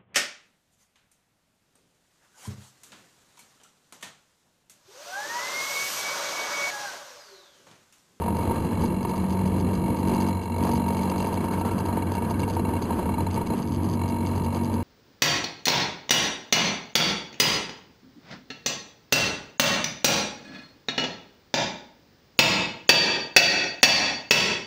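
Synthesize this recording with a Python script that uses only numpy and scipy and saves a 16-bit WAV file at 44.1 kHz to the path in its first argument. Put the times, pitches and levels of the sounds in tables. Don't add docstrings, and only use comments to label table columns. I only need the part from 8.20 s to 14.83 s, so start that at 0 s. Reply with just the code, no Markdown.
import sys
import numpy as np
from scipy import signal
from scipy.fft import rfft, irfft, next_fast_len
from scipy.io import wavfile
from scipy.ndimage import uniform_filter1d, map_coordinates

SR = 44100
rng = np.random.default_rng(int(sys.argv[2]) if len(sys.argv) > 2 else 0)


def master(y):
    cut = np.clip(np.atleast_2d(y).T, -1, 1)
    pcm = np.round(cut * 32767)
    wavfile.write(sys.argv[1], SR, pcm.astype(np.int16))


def attenuation_scalar(level_db):
    decades = np.asarray(level_db, float) / 20
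    return 10 ** decades


N = 292383

SHAFT_HZ = 46.92
CHATTER_START_S, CHATTER_END_S = 3.06, 5.37

# t/s, level/dB
WATER_WASH = [(0.0, -34), (0.24, -30), (0.76, -32), (1.81, -32), (1.85, -32), (1.92, -28), (2.36, -38),
              (2.42, -29), (2.69, -34.5), (2.84, -30.5), (3.45, -31), (3.47, -26.5), (3.51, -31.5),
              (5.43, -32), (5.47, -36.5), (5.54, -33.5), (6.54, -32.5), (6.63, -34)]
# f/Hz, level/dB per Hz
RUMBLE_TONE = [(12, -3.5), (30, -39), (55, -9), (85, -1.5), (125, -6.5), (170, -3), (225, -2), (270, -8.5),
               (330, -7), (420, -17), (500, -14.5), (650, -68), (1100, -120)]
# f/Hz, level/dB per Hz
WASH_TONE = [(180, -32), (300, -1), (800, -12.5), (930, -3.5), (1030, -11), (1200, -13), (1430, -26.5),
             (1600, -20), (2000, -27.5), (2800, -28.5), (3400, -30.5), (3720, -39.5), (4100, -31.5),
             (5400, -37)]
# t/s, f/Hz, level/dB
SERVO_WHINE = [
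    (3.15, 1260, -83),
    (3.3, 1320, -50),
    (3.52, 1350, -44),
    (3.68, 1290, -48),
    (3.8, 1260, -61),
]
# f/Hz, level/dB per Hz
GEAR_TONE = [(1000, -40), (1200, -7), (1350, -2), (1570, 5), (1750, -1.5), (1950, -29)]
# t/s, 4 per turn level/dB, 5 per turn level/dB
HUM_LEVELS = [(0, -28, -57), (.17, -34.5, -48), (.3, -48, -37.5), (.55, -31.5, -38.5), (1.2, -26.5, -42),
              (1.75, -32, -36), (1.95, -28.5, -30.5), (2.11, -29, -31), (2.2, -36, -49), (2.36, -40, -42),
              (2.43, -29, -30.5), (3.0, -28.5, -35.5), (3.12, -34.5, -37.5), (4.35, -37.5, -37),
              (4.7, -39, -37.5), (5.3, -38.5, -41), (5.45, -40.5, -33.5), (6.63, -39, -33.5)]
# cycles per turn, which hum level it follows (0, 1 or 2), level/dB
HUM_ORDERS = [(4, 0, 0), (5, 1, 1.5), (6, 2, 0), (3, 1, -7), (7, 2, -3), (15, 0, -19), (19, 0, -24),
              (20, 0, -19)]
# t/s, f/Hz, level/dB
LOW_BOOM = [(0, 82, -31), (.3, 87, -29.5), (.46, 88, -40), (.55, 95, -29.5), (.95, 80, -46),
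            (1.15, 92, -31.5), (1.58, 93, -30.5), (1.68, 90, -42), (1.86, 86, -28.5), (2.15, 93.5, -31),
            (2.8, 85.78, -34), (3.05, 93.5, -31.5), (4.55, 93.5, -31), (4.7, 84, -39), (5.1, 93, -26),
            (5.38, 86, -52), (5.5, 93.6, -29.5), (6.63, 93.6, -29.5)]
# t/s, peak level/dB, strikes, shaft turns between strikes
TICK_SPELLS = [(.1685, -37, 2, 2.8), (0.4065, -40, 2, 2.5), (0.6206, -32, 2, 1.8), (0.8293, -35, 3, 3.1),
               (1.105, -35, 2, 0.93), (1.259, -33.5, 3, 6.6), (1.771, -38.5, 2, 1.15), (1.884, -31.5, 4, 3),
               (2.233, -36.5, 2, 7), (2.4367, -31, 4, 1.87), (2.688, -33.5, 4, 2.1),
               (2.8994, -31.5, 4, 3.8), (3.0032, -33.5, 2, 1.07), (3.2503, -36, 3, 3.48),
               (3.4607, -37, 2, 2.64), (3.589, -31.5, 2, 3.4), (3.92, -32.5, 2, 1.5), (4.107, -33, 2, 4.5),
               (4.218, -35.5, 2, 1.1), (4.2987, -31.5, 2, 1.8), (4.6245, -35, 2, .33),
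               (5.1115, -32, 2, 1.5), (5.2718, -35, 2, 4.6), (5.381, -34, 4, 2.2), (5.547, -32, 2, 4.5),
               (5.6982, -32.5, 2, 1.8), (5.8886, -31.5, 2, 8.5), (6.1605, -37, 2, 1.01),
               (6.247, -31.5, 3, 4.68), (6.3616, -31.5, 2, 8.4)]
# f/Hz, width/Hz, level/dB
LOOSE_PART_RING = [(3140, 1430, -6.5), (4580, 490, 2), (4990, 96, -1.5)]
# t/s, level over a mean slap/dB, shell level/dB
SLAP_EFFORT = [(0, 2.5, 0.5), (.4, -0.5, -1), (.7, -0.5, -0.5), (1.2, -2, -1), (1.8, 1, 0.5), (1.92, 4, 3),
               (2.1, 0, 4.5), (2.2, -1.5, -1), (2.36, 3, 1), (2.45, 0.5, 1.5), (3.05, 5, 3), (5.37, -6, -7),
               (5.72, -1, -7), (5.78, -1.5, 1), (6.63, 0, -3.5)]
# t/s, delay/turns
SLAP_DELAY = [(0, 0.82), (.5, 0.86), (2.2, 0.84), (2.4, 0.83), (3.1, .87), (5.4, 0.82), (6.63, 0.76)]
# t/s, peak level/dB, wait for second knock/s, its level/dB
CHATTER_KNOCKS = [(3.087, -26, .038, -25), (3.173, -22.5, .033, -23.5), (3.241, -21, 0.042, -25),
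                  (3.309, -22.5, 0.027, -23), (3.376, -24, 0.035, -21), (3.45, -19.5, 0.037, -27),
                  (3.511, -26.5, 0.07, -22), (3.603, -22, .051, -25), (3.685, -22, 0.042, -22.5),
                  (3.77, -20.5, 0.052, -25), (3.869, -26, 0.048, -20.5), (3.951, -25.5, 0.028, -23),
                  (4.021, -24.5, 0.028, -26), (4.108, -21, 0.033, -30), (4.194, -24, 0.037, -25.5),
                  (4.277, -22.5, 0.023, -26), (4.365, -21, 0.029, -21), (4.45, -21.5, .039, -24),
                  (4.535, -22.5, 0.03, -22.5), (4.621, -21, .032, -36), (4.705, -21, 0.025, -24),
                  (4.791, -21.5, .036, -24), (4.856, -22, 0.035, -22), (4.919, -35, 0.021, -28),
                  (4.981, -20.5, 0.024, -25), (5.066, -22, .041, -36), (5.16, -27, .013, -21),
                  (5.213, -23.5, 0.053, -29), (5.302, -22, 0.033, -22.5)]
# t/s, peak level/dB, brightness/dB
HARD_SLAPS = [(0.309, -13, -22), (0.636, -17.5, -17), (0.849, -13.5, -16), (0.939, -19, -25),
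              (1.365, -27, -24), (2.449, -13, -26), (2.491, -13, -27), (2.535, -19, -15), (2.681, -28, -9),
              (2.703, -23, -19), (2.771, -41, -21), (2.916, -17, -22), (5.815, -16.5, -33)]
# f/Hz, width/Hz, level/dB
PANEL_RING = [(284, 154, -15), (442, 140, -8.5), (659, 105, -11.5), (925.2, 73.4, -0.5), (1035, 140, -18.5)]
# f/Hz, width/Hz, level/dB
SHELL_RING = [(1623, 37, -1), (2227, 116, 5), (2750, 100, 4), (4092, 207, 0.5)]
# f/Hz, share of the time
MUTED_SHARE = [(3450, 0), (3600, .06), (3740, .35), (3860, 0), (5150, 0), (5330, .8), (5700, .85),
               (5850, .05), (6100, 0), (7100, 0), (7330, .5), (7550, .04), (9100, .05), (9400, .02),
               (9650, .25), (9800, 0), (12250, 0), (12400, .45), (12700, .45), (12900, .93)]


def unit(x):
    return x / np.sqrt(np.mean(x ** 2) + 1e-20)


def curves(rows, at=None):
    s, *columns = np.transpose(rows)
    when = np.arange(N) / SR if at is None else at
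    return [np.interp(when, s, column) for column in columns]


def wobble(rate):
    knots = rng.standard_normal(int(N * rate / SR) + 4)
    return map_coordinates(knots, [np.arange(N) * rate / SR])


def filtered(x, response):
    size = next_fast_len(N + SR // 2)
    return irfft(rfft(x, size) * response(np.fft.rfftfreq(size, 1 / SR)), size)[:N]


def coloured(tone):
    hz, db = np.transpose(tone)
    shape = lambda f: attenuation_scalar(np.interp(np.log(f + 1), np.log(hz + 1), db))
    return unit(filtered(rng.standard_normal(N), shape))


def tone(hz):
    return np.sin(2 * np.pi * np.cumsum(hz) / SR)


def resonance(f, centre, width, db):
    return attenuation_scalar(db) * (1j * f * width / (centre * centre - f * f + 1j * f * width)) ** 2


def rung(force, modes, scatter_db=0):
    grid = np.fft.rfftfreq(8192, 1 / SR)
    peak = np.abs(irfft(sum(resonance(grid, *mode) for mode in modes))).max()
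    total = 0
    for mode in modes:
        drifting = force * attenuation_scalar(scatter_db * wobble(40))
        total = total + filtered(drifting, lambda f: resonance(f, *mode))
    return total / peak


def blows(s, db, scrape, scrape_s):
    force = np.bincount(np.clip(np.round(s * SR).astype(int), 0, N - 1), attenuation_scalar(db), N)
    t = np.arange(-512, 513) / SR
    rub = signal.fftconvolve(force, np.exp(-(t / scrape_s) ** 2), mode="same")
    return force + scrape * rub * rng.standard_normal(N) / np.sqrt(scrape_s * SR)


def water():
    wash_db, = curves(WATER_WASH)
    rumble_db = -29 + .7 * (wash_db - wash_db.mean()) + 1.5 * wobble(4.21)
    rumble = unit(attenuation_scalar(1.97 * wobble(25)) * coloured(RUMBLE_TONE))
    wash = unit(attenuation_scalar(1.58 * wobble(30)) * coloured(WASH_TONE))
    return attenuation_scalar(rumble_db) * rumble + attenuation_scalar(wash_db - 2.5) * wash


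def servo():
    hz, db = curves(SERVO_WHINE)
    whine = attenuation_scalar(db + 2.5 * wobble(13)) * tone(hz + 14 * wobble(30))
    on, off, fade_s = CHATTER_START_S, CHATTER_END_S, 0.22
    grinding, = curves([(on, 0), (on + fade_s, 1), (on + 0.45, 1), (off, .3), (off + fade_s, 0)])
    gears = grinding * attenuation_scalar(-50 + 1.3 * wobble(20)) * coloured(GEAR_TONE)
    return whine + gears


def hum():
    turn = 2 * np.pi * SHAFT_HZ * np.arange(N) / SR
    fourth_db, fifth_db = curves(HUM_LEVELS)
    sixth_db = fifth_db - 5.5 + 2 * wobble(5)
    level_db = [fourth_db, fifth_db, sixth_db]
    lines = 0
    for order, column, db in HUM_ORDERS:
        strength = attenuation_scalar(level_db[column] + db + .5 * wobble(18))
        phase = order * (turn + .5) + .3 * order * order + .06 * wobble(9)
        lines = lines - strength * np.cos(phase)
    boom_hz, boom_db = curves(LOW_BOOM)
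    boom = attenuation_scalar(boom_db + 0.79 * wobble(12)) * tone(boom_hz + 1.16 * wobble(11))
    return np.sqrt(2) * (lines + boom)


def ticks():
    start_s, peak_db, strikes, turns = np.transpose(TICK_SPELLS)[..., None]
    nth = np.arange(4)
    struck = nth < strikes - .5
    s = (start_s + nth * turns / SHAFT_HZ)[struck]
    db = (peak_db + 0.91 * rng.standard_normal(struck.shape))[struck]
    luck = rng.random((len(s), 3, 2))
    bounce_s = s[:, None] + np.array([-.0082, .0082, .0165]) + 0.0052 * (luck[..., 0] - .5)
    bounce_db = db[:, None] - 1.5 - 11 * luck[..., 1]
    patter = rng.random((700, 2))
    patter_s = patter[:, 0] * N / SR
    patter_db = -60 - 2.5 * np.log(patter[:, 1] + 1e-3)
    all_s = np.r_[s, bounce_s.ravel(), patter_s]
    all_db = np.r_[db - .6, bounce_db.ravel(), patter_db]
    return rung(blows(all_s, all_db, scrape=.3, scrape_s=.0008), LOOSE_PART_RING)


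MEAN_SLAP_DB = -26.5


def shell_db(slap_db):
    return -12.5 - (slap_db - MEAN_SLAP_DB)


def true_slaps():
    turns = np.arange(int(N / SR * SHAFT_HZ))
    turns = turns[(turns < CHATTER_START_S * SHAFT_HZ) | (turns > CHATTER_END_S * SHAFT_HZ)]
    effort_db, extra_shell_db = curves(SLAP_EFFORT, turns / SHAFT_HZ)
    delay, = curves(SLAP_DELAY, turns / SHAFT_HZ)
    at = (turns * SR / SHAFT_HZ).astype(int)
    strength_db = MEAN_SLAP_DB + effort_db + 1.2 * wobble(7)[at]
    luck = rng.standard_normal((len(turns), 3))
    s = (turns + delay) / SHAFT_HZ + 0.00012 * luck[:, 0]
    dull_db = strength_db + 1.1 * luck[:, 1] + .3
    bright_db = shell_db(strength_db) + extra_shell_db + .7 * luck[:, 2]
    return s, dull_db, bright_db


def chatter_slaps():
    first_s, first_db, after_s, second_db = np.transpose(CHATTER_KNOCKS)
    whim = rng.standard_normal((len(first_s), 5))
    graze_s = first_s + .018 + .002 * whim[:, 0]
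    graze_db = first_db - 11 + 3.5 * whim[:, 1]
    s = np.r_[first_s, first_s + after_s, graze_s]
    dull_db = np.r_[first_db, second_db, graze_db] + .3
    bright_db = np.r_[shell_db(first_db), shell_db(second_db), shell_db(first_db)]
    return s, dull_db, bright_db + 1.74 + 2.2 * whim[:, 2:].T.ravel()


def slaps():
    hard_s, hard_db, hard_bright_db = np.transpose(HARD_SLAPS)
    groups = [true_slaps(), chatter_slaps(), (hard_s, hard_db - 6, hard_bright_db)]
    s, dull_db, bright_db = [np.concatenate(column) for column in zip(*groups)]
    sharp_db = dull_db + bright_db + 3.0
    dull = blows(s, dull_db, scrape=.25, scrape_s=.004)
    rebound_s = s + .003 + .003 * rng.random(len(s))
    sharp = blows(np.r_[s, rebound_s], np.r_[sharp_db - 2, sharp_db - 9], scrape=.3, scrape_s=.004)
    touch = blows(s + 0.0025, dull_db - 12, scrape=0, scrape_s=1)
    rasp = signal.fftconvolve(touch, np.hanning(SR // 70), mode="same") * coloured(WASH_TONE)
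    return rung(dull, PANEL_RING, scatter_db=-0.2) + rung(sharp, SHELL_RING, scatter_db=0.7) + rasp


def scene():
    return (water() + servo() + hum() + ticks() + slaps())[None]


def muted(x):
    hz, _, z = signal.stft(x, SR, nperseg=2048)
    power = uniform_filter1d(np.abs(z) ** 2, size=4, axis=0)
    power = uniform_filter1d(power, size=3, axis=1)
    whim = uniform_filter1d(rng.standard_normal(z.shape), size=7, axis=1)
    band = (np.abs(power) * attenuation_scalar(22 * whim))[np.arange(len(hz)) // 4 * 4]
    rank = np.argsort(np.argsort(band, axis=1), axis=1) / band.shape[1]
    share = np.interp(hz, *np.transpose(MUTED_SHARE))
    return signal.istft(z * (rank >= share[:, None]), SR, nperseg=2048)[1][:N]


def before_sampling(f):
    treble_db = np.interp(f, (5175, 5360, 5110, 5860), (-0.5, -5, -15, -95))
    return attenuation_scalar(treble_db) * f ** 2 / (f ** 2 + 11 ** 2)


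def band_limit(x):
    return signal.sosfilt(signal.butter(12, 13070, fs=SR, output="sos"), x)


def record(dry):
    hold = 4
    held = np.repeat(filtered(dry[0], before_sampling)[::hold], hold)[:N]
    mirrored = filtered(held, lambda f: f < 13100)
    return band_limit(muted(mirrored)[None])


dry = scene()
out = record(dry)
master(out)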